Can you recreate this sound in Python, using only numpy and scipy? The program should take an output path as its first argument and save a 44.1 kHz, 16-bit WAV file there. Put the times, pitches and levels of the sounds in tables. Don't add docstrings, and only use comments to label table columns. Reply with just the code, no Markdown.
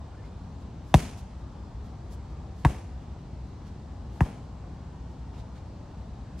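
import sys
import numpy as np
from scipy import signal
from scipy.fft import rfft, irfft, next_fast_len
from scipy.io import wavfile
from scipy.ndimage import uniform_filter1d, map_coordinates

SR = 44100
rng = np.random.default_rng(int(sys.argv[2]) if len(sys.argv) > 2 else 0)


def dump(signal):
    limited = np.clip(np.atleast_2d(signal).T, -1, 1)
    pcm = np.round(limited * 32767).astype(np.int16)
    wavfile.write(sys.argv[1], SR, pcm)


N = 282240


def amp(db):
    return 10 ** (np.asarray(db) / 20)


def unit(x):
    return x / np.sqrt(np.mean(x ** 2) + 1e-20)


def along(points, hz):
    f, v = np.transpose(points)
    return np.interp(np.log(hz + 1), np.log(f + 1), v)


def filtered(x, response):
    n = x.shape[-1]
    m = next_fast_len(n + SR // 4)
    return irfft(rfft(x, m) * response(np.fft.rfftfreq(m, 1 / SR)), m)[..., :n]


def delay(hz, ms):
    return np.exp(-2j * np.pi * hz * ms / 1000)


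def wobble(rate):
    return map_coordinates(rng.standard_normal(int(N * rate / SR) + 4), [np.arange(N) * rate / SR])


def add(track, s, sound):
    start = max(round(s * SR), 0)
    part = sound[..., :max(N - start, 0)]
    track[:, start:start + part.shape[-1]] += part


# (frequency [Hz], correlation [ratio])
COHERENCE = [(30, 0.99), (125, 0.99), (280, 1), (800, 0.56), (2000, 0.87), (4000, 0.58), (8000, 0.029),
             (14000, 0.33)]

def diffuse(pair, spectrum):
    def response(hz):
        angle = np.arccos(np.clip(along(COHERENCE, hz), -1, 1)) / 2
        return amp(along(spectrum, hz)) * [np.cos(angle), np.sin(angle)]
    mid, side = filtered(pair, response)
    return np.array([mid + side, mid - side])


# (frequency [Hz], relative level [dB])
TRAFFIC_SPECTRUM = [(15, -46.5), (25, -22), (40, -11.5), (60, -2), (85, -4), (120, -8), (180, -12.5),
                    (260, -17), (340, -24.5), (600, -46.5), (1200, -88.5)]

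def traffic(level_db=-40.5):
    rumble = unit(diffuse(rng.standard_normal((2, N)), TRAFFIC_SPECTRUM))
    return rumble * amp(level_db + 0.39 * wobble(2.23))


def engine(pitch_hz=61, level_db=-48):
    phase = 2 * np.pi * pitch_hz * np.arange(N) / SR + 1.1 * wobble(6)
    return unit(np.sin(phase) * amp(1.7 * wobble(4.94))) * amp(level_db)


# (frequency [Hz], relative level [dB])
WASH_SPECTRUM = [(100, -18), (350, 2), (550, 0), (850, 1.5), (1100, -4), (1500, -11.5), (2200, -17.5),
                 (4500, -19), (6500, -23.5), (8200, -27), (9400, -37), (11300, -40), (13000, -46.5),
                 (14500, -47), (16000, -51)]

def tyres_and_leaves(level_db=-53.0, swell_db=1.1):
    bands = signal.stft(rng.standard_normal((2, N)), nperseg=1024)[2]
    swell = uniform_filter1d(rng.standard_normal(bands.shape[1:]), size=4, axis=0)
    swell = uniform_filter1d(swell, size=16, axis=1)
    noise = signal.istft(bands * amp(swell_db * unit(swell)), nperseg=1024)[1][:, :N]
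    return unit(diffuse(noise, WASH_SPECTRUM)) * amp(level_db + 0.12 * wobble(2.29))


def bird(start_s=0.140, gap_s=0.055, half_s=0.016, first_hz=1440, step_hz=330, level_db=-56.5):
    octaves_per_s, waver, flutter_db, edge_db = 1.2, 0.031, 3, -2.5
    t = np.arange(N) / SR
    song = np.zeros(N)
    for k, place in enumerate(np.linspace(-1, 1, 3)):
        age = t - start_s - k * gap_s
        glide = 2 ** (octaves_per_s * np.clip(age, -2 * half_s, 2 * half_s))
        pitch = (first_hz + k * step_hz) * glide * (1 + waver * wobble(407))
        envelope = amp(level_db + edge_db * place ** 2) * np.exp(-(age / half_s) ** 2)
        song += envelope * np.sin(2 * np.pi * np.cumsum(pitch) / SR)
    return song * amp(flutter_db * wobble(194))


# (centre time [s], level [dB], spectral tilt [dB/octave])
SOLE_SCUFFS = [(0.262, -64, -5), (0.617, -69, 0), (1.189, -57, 1.5), (1.858, -67.5, 1), (2.13, -58.5, 4.5),
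               (3.676, -63, -2.5), (5.355, -61, -6), (5.395, -58, -4.5), (5.572, -58.5, -6.5),
               (6.408, -51.5, 0)]
# (frequency [Hz], relative level [dB])
GRIT_SPECTRUM = [(200, -47), (900, -2), (2100, 3), (4000, 7.5), (8000, 2.5), (9500, -6), (11300, 0),
                 (13000, -12), (16000, -12)]

def shoes(scuff_half_s=0.023, pivot_half_s=0.049, pivot_db=-65.5, step_s=0.42, step_db=-75.5):
    scuffs = [(s, scuff_half_s, db, tilt) for s, db, tilt in SOLE_SCUFFS]
    pivots = [(s - 0.04, pivot_half_s, pivot_db, 1.5) for s, *_ in BLOWS]
    steps = [(step_s * (k + .5) + 0.18 * late, scuff_half_s, step_db - 0.5 * lighter, 0)
             for k, (late, lighter) in enumerate(rng.standard_normal((15, 2)))]
    track = np.zeros((2, N))
    t = np.arange(-SR // 8, SR // 8) / SR
    for s, half_s, db, tilt in scuffs + pivots + steps:
        grains = rng.standard_normal((2, len(t))) * amp(2.0 * wobble(900)[:len(t)])
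        scrape = filtered(diffuse(grains, GRIT_SPECTRUM), lambda hz: amp(tilt * np.log2((hz + 1) / 5000)))
        add(track, s + t[0], amp(db) * unit(scrape) * np.exp(-(t / half_s) ** 2))
    return track


def burst(t, t60, rise_s):
    age = np.maximum(t, 0)
    return amp(-60 * age / t60) * (1 - np.exp(-age / rise_s))


# (frequency [Hz], relative level [dB])
LEATHER_SPECTRUM = [(100, -26), (600, -18.5), (1400, -5.5), (2600, 7.5), (3250, 1.5), (3900, 3.5),
                    (5000, -3.5), (8000, -4.5), (12000, -14.5), (16000, -19)]

def crack(t, t60=0.015, rise_s=0.00019, second_slap=0.45, roll_s=0.0049):
    noise = rng.standard_normal(len(t)) + 0.12 * rng.standard_normal((2, len(t)))
    leather = unit(filtered(noise, lambda hz: amp(along(LEATHER_SPECTRUM, hz))))
    return leather * (burst(t, t60, rise_s) + second_slap * burst(t - roll_s, t60, rise_s))


# (frequency [Hz], gain [dB])
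PAD_SPECTRUM = [(20, -37), (40, -6.5), (68, 4), (97, 0.5), (150, 4.5), (220, -7.5), (310, -9), (520, -19),
                (800, -17.5), (1250, -25), (1750, -24), (2700, -31), (4000, -47), (16000, -96)]

def pad_thud(t, pocket_hz, pocket_db, tilt, lag_cycles=1.498, knee_hz=500, bandwidth=0.23):
    def response(hz):
        f = hz + 1
        mode = lambda mode_hz, db: 1 + (amp(db) - 1) / (1 + 1j * (f / mode_hz - mode_hz / f) / bandwidth)
        pocket = mode(pocket_hz, pocket_db) * mode(2.03 * pocket_hz, db=5)
        treble_db = tilt * np.log2(np.maximum(f / knee_hz, 1))
        dive = np.exp(-2j * np.pi * lag_cycles * np.log(f / knee_hz))
        return amp(along(PAD_SPECTRUM, hz) + treble_db) * pocket * dive
    return filtered(1. * (t == 0), response)


def crumple(t, pocket_hz):
    folds = filtered(rng.standard_normal(len(t)), lambda hz: np.exp(-np.log2((hz + 1) / pocket_hz) ** 2))
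    return unit(folds) * burst(t, t60=0.075, rise_s=0.0025)


# (time [s], snap [dB], air pocket resonance [Hz], resonance gain [dB],
# spectral tilt [dB/octave], rebound [ratio], rebound delay [ms])
BLOWS = [(0.9411, -1, 666, 15.5, -0.5, 0.2, 4.4), (2.6490, -14, 1040, 8.5, -0.3, 0.7, 4.92),
         (4.2066, -20.5, 800, 5.5, -1.2, 0.29, 4.53)]

def punches(thud_db=35.5, crumple_db=-59, crack_db=-15.5, echo_db=-3, ground=0.51, ground_ms=1.085):
    springy = [(120, 0), (190, 1), (800, 1), (2000, 0.33), (8000, 0.31)]  # (frequency [Hz], weight)
    specular = [(1500, 0.89), (5000, 0.14)]  # (frequency [Hz], share mirrored cleanly)
    track = np.zeros((2, N))
    t = np.arange(-SR // 100, SR) / SR
    fade_in = np.clip(1 - t / t[0], 0, 1)
    for s, snap_db, pocket_hz, pocket_db, tilt, rebound, rebound_ms in BLOWS:
        thud = pad_thud(t, pocket_hz, pocket_db, tilt) + amp(crumple_db) * crumple(t, pocket_hz)
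        blow = amp(thud_db + 0.21 * snap_db) * thud + amp(crack_db + snap_db) * crack(t)
        blow = filtered(blow, lambda hz: 1 - rebound * along(springy, hz) * delay(hz, rebound_ms))
        heard = filtered(blow, lambda hz: 1 + ground * along(specular, hz) * delay(hz, ground_ms))
        wood = trunks(t, echo_db + 0.57 * snap_db)
        add(track, s + t[0], (heard + wood) * fade_in)
    return track


# (frequency [Hz], gain [dB])
ECHO_SPECTRUM = [(30, 4), (70, 20), (160, 29), (350, 12.5), (800, 10), (1400, 5), (2500, 7), (4000, 0),
                 (6000, 2.5), (10000, -0.5), (15000, -10)]
# (frequency [Hz], reverberation time [s])
WOOD_T60 = [(100, 0.38), (600, 0.64), (2000, 0.57), (6000, 0.67), (10000, 0.53), (15000, 0.32)]

def trunks(t, strength_db, edge_s=0.042, edge_spread_s=0.0039, hedge_s=0.06, hedge_db=1):
    echoes = unit(rng.standard_normal((2, len(t))) * amp(2.0 * wobble(700)[:len(t)]))
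    hz, age, bands = signal.stft(echoes, SR, nperseg=256)
    age = np.maximum(age + t[0], 0)
    court = 0.76 * along([(300, 1.2), (2000, 0.55), (7000, 1.21)], hz)[:, None]
    swell = court + (1 - court) * (1 + np.tanh((age - edge_s) / edge_spread_s)) / 2
    hedge = amp(hedge_db * np.exp(-((age - hedge_s) / 0.0049) ** 2))
    decay = amp(-60 * age / along(WOOD_T60, hz)[:, None])
    tail = signal.istft(bands * swell * hedge * decay, SR, nperseg=256)[1][:, :len(t)] * (t > 0)
    tail = diffuse(tail / np.linalg.norm(tail[0]), ECHO_SPECTRUM)
    # (frequency [Hz], slope [dB per dB of strength])
    growth = [(150, 0.38), (800, 0.42), (6000, 1.32)]
    return filtered(tail, lambda hz: amp(strength_db * along(growth, hz)))


def scene():
    return punches() + shoes() + bird() + traffic() + tyres_and_leaves() + engine()


def record(dry, lag_ms=0.017, cutoff_hz=15700):
    balance = [(60, 1.1), (140, 0.8), (290, 3.0), (480, 3), (1500, 0)]  # (frequency [Hz], L - R [dB])
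    def microphones(hz):
        gains = amp(np.outer([.5, -.5], along(balance, hz)))
        return gains * [delay(hz, lag_ms / 2), delay(hz, -lag_ms / 2)]
    return filtered(filtered(dry, microphones), lambda hz: 1 / np.sqrt(1 + (hz / cutoff_hz) ** 160))


dry = scene()
out = record(dry)
dump(out)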